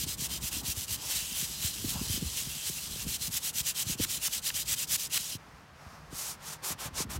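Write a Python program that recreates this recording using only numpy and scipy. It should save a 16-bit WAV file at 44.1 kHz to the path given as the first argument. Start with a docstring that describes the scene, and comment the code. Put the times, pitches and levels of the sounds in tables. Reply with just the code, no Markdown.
"""An outdoor step, one mono microphone close to a wet, rough tile, quiet air behind it.
A small wire brush starts with quick strokes: each wire snags on the grit, slips and rings.
From 1 s it rubs steadily; from 3 s come harder strokes, some jamming with a dry tick.
Just after 5 s the brush is lifted, a rag is gathered up, and its fibres hiss through six wipes.
Soft low bumps reach the microphone throughout."""
import sys
import numpy as np
from scipy import signal
from scipy.fft import rfft, irfft, next_fast_len
from scipy.io import wavfile

SR = 44100
rng = np.random.default_rng(int(sys.argv[2]) if len(sys.argv) > 2 else 0)


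def output_pcm(signal):
    """Save a mono or channel-first signal as 16-bit PCM at the path in sys.argv[1].

    Samples are clipped to [-1, 1] before scaling.
    """
    pcm = np.clip(np.atleast_2d(signal).T, -1, 1) * 32767
    wavfile.write(sys.argv[1], SR, np.round(pcm).astype(np.int16))


N = 317123

# brush pushed away, wires digging in: (start [s], length [s], level [dB])
PUSH_STROKES = [(-0.055, 0.12, -34.5), (0.16, 0.13, -34), (0.392, 0.12, -33.3), (0.622, .125, -32.5),
                (0.86, 0.12, -32), (3.036, 0.15, -34), (3.294, 0.11, -31), (3.521, 0.11, -30.5),
                (3.732, 0.12, -30.6), (3.969, 0.091, -28.5), (4.192, 0.1, -29), (4.412, 0.1, -29.6),
                (4.64, 0.12, -29.5), (4.864, 0.11, -28.5), (5.092, .1, -29)]
# brush pulled back, wires trailing: (start [s], length [s], level [dB])
PULL_STROKES = [(0.053, 0.12, -34), (0.277, 0.13, -35.5), (0.495, 0.14, -35), (0.744, 0.13, -35.2),
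                (3.188, 0.12, -33), (3.407, .12, -32), (3.63, 0.11, -31), (3.849, 0.12, -32.5),
                (4.066, 0.14, -32.5), (4.295, .12, -32), (4.523, 0.13, -31.2), (4.75, 0.12, -31.5),
                (4.963, 0.13, -33.5)]
# steady rubbing without a turn: (start [s], end [s], level [dB])
RUB_SPELLS = [(0.964, 3.066, -38), (5.14, 5.377, -36.5)]
# the hand bears down once a round: (time [s], half-width [s], level [dB])
RUB_SWELLS = [(1.157, 0.094, -32), (1.403, 0.061, -32), (1.657, 0.049, -30.5), (1.905, 0.055, -33),
              (2.135, 0.055, -33), (2.397, 0.044, -34.5), (2.674, 0.039, -32.5)]
# scratch of the wire tips: (frequency [Hz], level [dB])
SCRATCH_SPECTRUM = [(500, -16), (1300, -23), (2100, -15.5), (2800, -1.5), (4400, -2), (6000, -1),
                    (7000, 1.3), (8300, 1.2), (9400, -2), (12500, -0.9), (14200, -0.5), (16000, -4.5)]
# treble as the brush tilts and moves over the tile: (time [s], gain [dB])
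TILT_TREBLE = [(0, 1), (0.35, -2.5), (0.68, 2.5), (1.0, -3.5), (1.5, -0.5), (2.5, -2.5), (3.35, 0),
               (4.5, -2.5), (5.3, -3)]
# bending resonances of the wire tufts: (frequency [Hz], width [Hz], gain [dB])
TUFT_MODES = [(2750, 170, -3.5), (3135, 290, 0), (4070, 270, 0.5), (4950, 280, 1), (5910, 350, 3)]
# plastic head and handle under pressure: (frequency [Hz], level [dB])
HANDLE_SPECTRUM = [(400, -33), (900, -10), (1400, -4), (2000, 2), (2700, 1), (3600, -0.5), (6000, -31)]
# tufts jamming at the end of a hard stroke: (time [s], level [dB])
JAM_TICKS = [(1.954, -41.5), (4.048, -25.5), (4.281, -32), (4.503, -24.5), (4.952, -37), (5.176, -24.5)]
# rag wipes: (start [s], length [s], attack [s], level [dB], hollow rub gain [dB], treble gain [dB])
RAG_WIPES = [(6.085, 0.29, 0.097, -38, -11, 0.5), (6.383, 0.2, 0.082, -42, -4.5, -1),
             (6.615, 0.14, 0.032, -39, -3, 7), (6.771, 0.13, .033, -42.5, -1, 1.5),
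             (6.925, 0.13, 0.056, -31.5, -10.5, -11), (7.087, 0.1, 0.018, -45, 0.5, 5)]
# hiss of the rag's fibres: (frequency [Hz], level [dB])
FIBRE_SPECTRUM = [(1200, -47), (2000, -11), (3200, -7.5), (4200, -3), (5700, 1), (7700, 0.5), (10000, -2.5),
                  (13000, -4.5), (16000, -11.5)]
# hollow rub under the pressing hand: (frequency [Hz], level [dB])
HOLLOW_SPECTRUM = [(150, -23), (400, -6.5), (700, -4), (1050, 0.5), (1500, -4.5), (2200, -7), (3500, -7)]
# the rag is gathered and rustles on while it wipes: (time [s], level [dB])
RUSTLE_LEVELS = [(5.38, -59), (5.57, -58), (5.72, -64.5), (5.82, -54.5), (5.95, -52.5), (6.02, -57.5),
                 (6.38, -58), (6.6, -58), (7.19, -61)]
# rustling cloth: (frequency [Hz], level [dB])
RUSTLE_SPECTRUM = [(700, 6), (1200, 8), (3000, -11), (5200, -3.5), (8000, -12.5), (12000, -16),
                   (16000, -21)]
# the glove creases on the handle: (time [s], level [dB])
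GLOVE_CREASES = [(0.34, -54.5), (0.6, -55.5), (1.07, -55), (1.98, -49.5), (3.3, -74)]
# creasing rubber: (frequency [Hz], level [dB])
CREASE_SPECTRUM = [(250, -3), (550, -6), (1000, 1), (1300, -6.5), (2000, -20)]
# stronger bumps on the microphone: (time [s], level [dB], pitch [Hz])
STRONG_BUMPS = [(0.038, -35, 184), (0.225, -34, 204), (0.441, -32, 88), (0.685, -34, 109),
                (0.775, -35.5, 151), (1.43, -35, 208), (1.65, -28, 132), (1.848, -27, 270.4),
                (1.958, -30.5, 209), (2.016, -26, 175), (2.103, -26, 147), (2.179, -33.5, 243),
                (2.227, -25.5, 198), (2.474, -34.5, 163), (2.701, -34, 216), (2.963, -38.5, 224),
                (3.07, -32.5, 224), (3.284, -34.5, 152), (3.61, -35, 110), (3.87, -32.5, 102),
                (3.9, -29.5, 187), (4.002, -23, 245), (4.724, -39.5, 102), (5.355, -34.5, 186),
                (5.868, -38, 109), (6.131, -35.5, 212), (6.707, -35.5, 251), (6.86, -36, 173),
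                (7.006, -31.5, 298), (7.056, -35.5, 158)]
# rise and fall of the low rumble: (time [s], level [dB])
RUMBLE_LEVELS = [(0, -48.5), (0.7, -48.5), (1.46, -56.5), (2.16, -45), (2.75, -59), (3.1, -48.5),
                 (3.65, -59.5), (4.0, -50.5), (4.35, -58.5), (4.85, -54), (5.6, -62), (6.6, -58.5),
                 (7.19, -45)]
# colour of the rumble: (frequency [Hz], level [dB])
RUMBLE_SPECTRUM = [(20, -29), (40, -5.5), (65, 4), (110, -7), (160, -6.5), (260, -10), (450, -19),
                   (900, -49)]
# distant outdoor wash: (frequency [Hz], level [dB])
AIR_SPECTRUM = [(25, -19), (60, -1.5), (150, 6.5), (320, -2.5), (600, 0.5), (1150, 1.5), (2000, -2),
                (3200, -8.5), (6000, -20.5), (16000, -32)]
# steady low resonances in the wash: (frequency [Hz], width [Hz], gain [dB])
DRONE_MODES = [(66.4, 12, 3.5), (152, 37, 10.5)]

USUAL_STROKE_DB, BRUSH_LIFT_S = -30.5, 5.35


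def brush():
    """Wire tips slip on the grit, close up; pressure adds slips, treble and handle, and damps the tufts."""
    level = friction_level()
    effort = level / level.max()
    pressure_db = np.maximum(20 * np.log10(level + 1e-9) - USUAL_STROKE_DB, -6)
    snaps = slips(per_s=3000 + 45000 * effort, spread_db=3.5)
    pings = wire_pings(per_s=5000 + 12000 * effort)
    scratch = coloured(snaps + from_db(-7.5) * pings, SCRATCH_SPECTRUM, TUFT_MODES)
    tilt_db = np.interp(seconds(), *np.transpose(TILT_TREBLE))
    treble_db = -0.3 + 0.62 * pressure_db + tilt_db + 1.1 * drift(14)
    tufts = from_db(-15 - 0.5 * pressure_db) * tuft_snags()
    handle = from_db(-15.5 + 0.64 * pressure_db) * noise(HANDLE_SPECTRUM)
    grit = from_db(0.85 * drift(70) + 0.6 * drift(350))
    return level * grit * (brightened(scratch, treble_db, corner_hz=9600) + tufts + handle)


def friction_level():
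    """Pushes, pulls and rounds of rubbing add in power to give the level of the brush."""
    power = from_db(-57) ** 2 * (seconds() < BRUSH_LIFT_S)   # the wires still touch at the turns
    for start, length, db in PUSH_STROKES:
        brake_s = 0.027 * 0.5 ** (max(db - USUAL_STROKE_DB, 0) / 2)   # harder pushes stop faster
        push = stroke(start, length, attack_s=0.051, curve=1.19, brake_s=brake_s, db_per_s=27)
        flip = from_db(-13.5) * bell(start + length + 0.0077, 0.018)   # the wires flip over
        power += from_db(db) ** 2 * (push ** 2 + flip ** 2)
    for start, length, db in PULL_STROKES:
        pull = stroke(start, length, attack_s=0.038, curve=1.54, brake_s=0.033, db_per_s=-34)
        power += (from_db(db) * pull) ** 2
    waver_db = -0.8 * drift(25)
    for s, width, db in RUB_SWELLS:
        power += (from_db(db) * bell(s, width)) ** 2
        waver_db -= 2.5 * bell(s + 0.045, 0.021)   # the hand eases off
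        waver_db += 0.84 * bell(s + 0.12, 0.054)   # the way back is a little louder
    for start, end, db in RUB_SPELLS:
        power += (from_db(db + waver_db) * held(start, end, attack_s=0.065, release_s=0.043)) ** 2
    return np.sqrt(power)


def stroke(start_s, length_s, attack_s, curve, brake_s, db_per_s):
    """Level of one stroke: the wires bite, hold under changing pressure, and brake late."""
    at = np.arange(max(int(start_s * SR) + 1, 0), int((start_s + length_s) * SR))
    t = at / SR - start_s
    bite = np.clip(t / attack_s, 0, 1) ** curve
    speed = 1 - np.clip(1 - (length_s - t) / brake_s, 0, 1) ** 1.11
    out = np.zeros(N)
    out[at] = bite * speed ** 2 * from_db(db_per_s * (t - length_s / 2))
    return out


def wire_pings(per_s, low_hz=2473, high_hz=11980, count=44, contact_db=10.5):
    """Single wires spring free and ring, each at its own pitch, as they come in and out of contact."""
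    plucks = slips(per_s, spread_db=1.5)
    plucked_wire = rng.integers(0, count, N)
    pitches = np.geomspace(low_hz, high_hz, count) * (1 + 0.016 * rng.standard_normal(count))
    contact_times = np.arange(0, N / SR, 0.07)
    out = np.zeros(N)
    for wire, hz in enumerate(pitches):
        at = np.flatnonzero(plucked_wire == wire)
        contact = np.interp(at / SR, contact_times, rng.uniform(-1.05, 1, len(contact_times)))
        clicks = np.zeros(N)
        clicks[at] = plucks[at] * from_db(contact_db * contact) * np.sqrt(hz)
        out += ring(clicks, hz, t60_s=0.021)
    return rms_one(out)


def tuft_snags(swing_db=12):
    """The four lowest tuft resonances ring louder and softer as each tuft catches on the grit."""
    out = np.zeros(N)
    for hz, _, _ in TUFT_MODES[:4]:
        catch = from_db(swing_db * np.tanh(drift(18)))
        out += ring(slips(per_s=4000, spread_db=0) * catch, hz, t60_s=0.012)
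    return rms_one(out)


def slips(per_s, spread_db):
    """Tiny random snaps of slipping wire, of even power whatever their rate."""
    chance = np.clip(per_s / SR, 1e-4, 1)
    sizes = from_db(spread_db * np.minimum(rng.exponential(1, N), 5)) * rng.choice([-1, 1], N)
    return rms_one(sizes * (rng.random(N) < chance) / np.sqrt(chance))


def jams(start_hz=3090):
    """The wires stop against the tile: their rough chatter slows and dies in a few milliseconds."""
    ticks = [(s, db, start_hz) for s, db in JAM_TICKS]
    chatter = falling_swings(ticks, rise_s=0.0007, decay_s=0.0026, sag_s=0.00345, end_hz=1080, rough=1.75)
    return bass_cut(chatter, corner_hz=700, order=3)


def rag():
    """Countless fibres hiss over the tile while the pressing hand adds a hollow rub."""
    hiss_level, rub_level, treble_db = np.zeros((3, N))
    for start, length, attack, db, rub_db, bright_db in RAG_WIPES:
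        speed = held(start, start + length, attack, release_s=0.24 * length)
        hiss_level += from_db(db) * speed ** 2
        rub_level += from_db(db + rub_db) * speed   # the rub outlasts the hiss
        treble_db += bright_db * speed
    hiss = hiss_level * brightened(noise(FIBRE_SPECTRUM), treble_db, corner_hz=9000)
    rub = rub_level * noise(HOLLOW_SPECTRUM)
    return (hiss + rub) * from_db(0.7 * drift(110))


def hands():
    """A rubber glove creases faintly while it holds the brush; later the cloth rustles in the hand."""
    grip = from_db(-68) * (seconds() < BRUSH_LIFT_S)
    creases = sum(from_db(db) * bell(s, 0.077) for s, db in GLOVE_CREASES)
    glove = (grip + creases) * from_db(3 * drift(30)) * noise(CREASE_SPECTRUM)
    cloth = gain_curve(RUSTLE_LEVELS) * noise(RUSTLE_SPECTRUM)
    return glove + cloth


def microphone_bumps(small_per_s=12, low_hz=97.4, high_hz=231.5):
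    """Soft buffets on the microphone, thinned by its bass cut; small random ones follow the rumble."""
    timing, strength, pitch = rng.random((200, 3)).T
    s = (np.arange(len(timing)) + timing) / small_per_s
    db = np.interp(s, *np.transpose(RUMBLE_LEVELS)) + 10 + 2.5 * (2 * strength - 1)
    hz = low_hz * (high_hz / low_hz) ** pitch
    small = np.column_stack([s, db, hz])[s < N / SR]
    bumps = list(STRONG_BUMPS) + list(small)
    swings = falling_swings(bumps, rise_s=0.0038, decay_s=0.012, sag_s=0.008, end_hz=64, rough=0.77)
    return bass_cut(swings, corner_hz=38, order=3)


def outdoors():
    """Behind the step: a gently swelling distant wash and a lumpy low rumble."""
    wash = from_db(-55 + 0.38 * drift(6)) * noise(AIR_SPECTRUM, DRONE_MODES)
    rumble = from_db(2.84 * drift(30)) * gain_curve(RUMBLE_LEVELS) * noise(RUMBLE_SPECTRUM)
    return wash + rumble


def falling_swings(rows, rise_s, decay_s, sag_s, end_hz, rough):
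    """Short uneven swings that sag towards end_hz; rows are (time [s], level [dB], pitch [Hz])."""
    out = np.zeros(N)
    for s, db, hz in rows:
        at = np.arange(max(round((s - 3 * rise_s) * SR), 0), min(round((s + 6 * decay_s) * SR), N))
        t = at / SR - s
        swell = np.exp(-np.where(t < 0, (t / rise_s) ** 2, t / decay_s))
        cycles = end_hz * t + (hz - end_hz) * sag_s * (1 - np.exp(-t / sag_s))
        jitter = rough * np.interp(2 * (cycles - cycles[0]), np.arange(64), rng.standard_normal(64))
        out[at] += from_db(db) * swell * np.sin(2 * np.pi * (cycles + rng.random()) + jitter)
    return out


def ring(clicks, hz, t60_s):
    """Each click sets a decaying sine ringing."""
    decay, angle = from_db(-60 / (t60_s * SR)), 2 * np.pi * hz / SR
    return signal.lfilter([0, np.sin(angle)], [1, -2 * decay * np.cos(angle), decay ** 2], clicks + 1e-18)


def coloured(x, spectrum, resonances=()):
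    """Shapes a sound by resonance peaks and a spectrum whose ends fall 12 dB an octave; rms 1."""
    size = next_fast_len(N, real=True)
    hz = np.geomspace(1, SR / 2, 2000)
    knot_hz, knot_db = np.transpose(spectrum)
    octaves_outside = np.abs(np.log2(hz / np.clip(hz, knot_hz[0], knot_hz[-1])))
    db = np.interp(np.log(hz), np.log(knot_hz), knot_db) - 12 * octaves_outside
    for centre, width, peak_db in resonances:
        db += peak_db / (1 + (2 * (hz - centre) / width) ** 2)
    gain = np.interp(np.arange(size // 2 + 1) * SR / size, hz, from_db(db))
    return rms_one(irfft(rfft(x, size) * gain, size)[:N])


def noise(spectrum, resonances=()):
    return coloured(rng.standard_normal(N), spectrum, resonances)


def brightened(x, shelf_db, corner_hz):
    """A moving treble shelf."""
    return x + (from_db(shelf_db) - 1) * bass_cut(x, corner_hz, order=1)


def bass_cut(x, corner_hz, order):
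    return signal.sosfilt(signal.butter(order, corner_hz, "high", fs=SR, output="sos"), x)


def drift(per_s):
    """A random wander of spread 1, with per_s new values a second."""
    knots = rng.standard_normal(N // 40)
    return np.interp(seconds() * per_s, np.arange(len(knots)), knots) * np.sqrt(3 / 2)


def bell(centre_s, half_width_s):
    """A smooth swell of height 1."""
    away = (seconds() - centre_s) / half_width_s
    return np.exp(-away ** 2) * (np.abs(away) < 4)


def held(start_s, end_s, attack_s, release_s):
    """Straight attack, hold at 1, straight release."""
    t = seconds()
    return np.clip(np.minimum((t - start_s) / attack_s, (end_s - t) / release_s), 0, 1)


def gain_curve(rows):
    """Gain through rows of (time [s], level [dB]), silent outside them."""
    return from_db(np.interp(seconds(), *np.transpose(rows), left=-120, right=-120))


def from_db(db):
    return 10 ** (np.asarray(db) / 20)


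def rms_one(x):
    return x / np.sqrt(np.mean(x ** 2) + 1e-20)


def seconds():
    return np.arange(N) / SR


def scene():
    """The one close microphone feeds both channels."""
    mono = brush() + jams() + rag() + hands() + microphone_bumps() + outdoors()
    return np.array([mono, mono])


def record(dry):
    """The recorder cuts the top steeply."""
    cutoff_hz = 15850
    return signal.sosfilt(signal.ellip(12, 0.1, 90, cutoff_hz, fs=SR, output="sos"), dry)


dry = scene()
out = record(dry)
output_pcm(out)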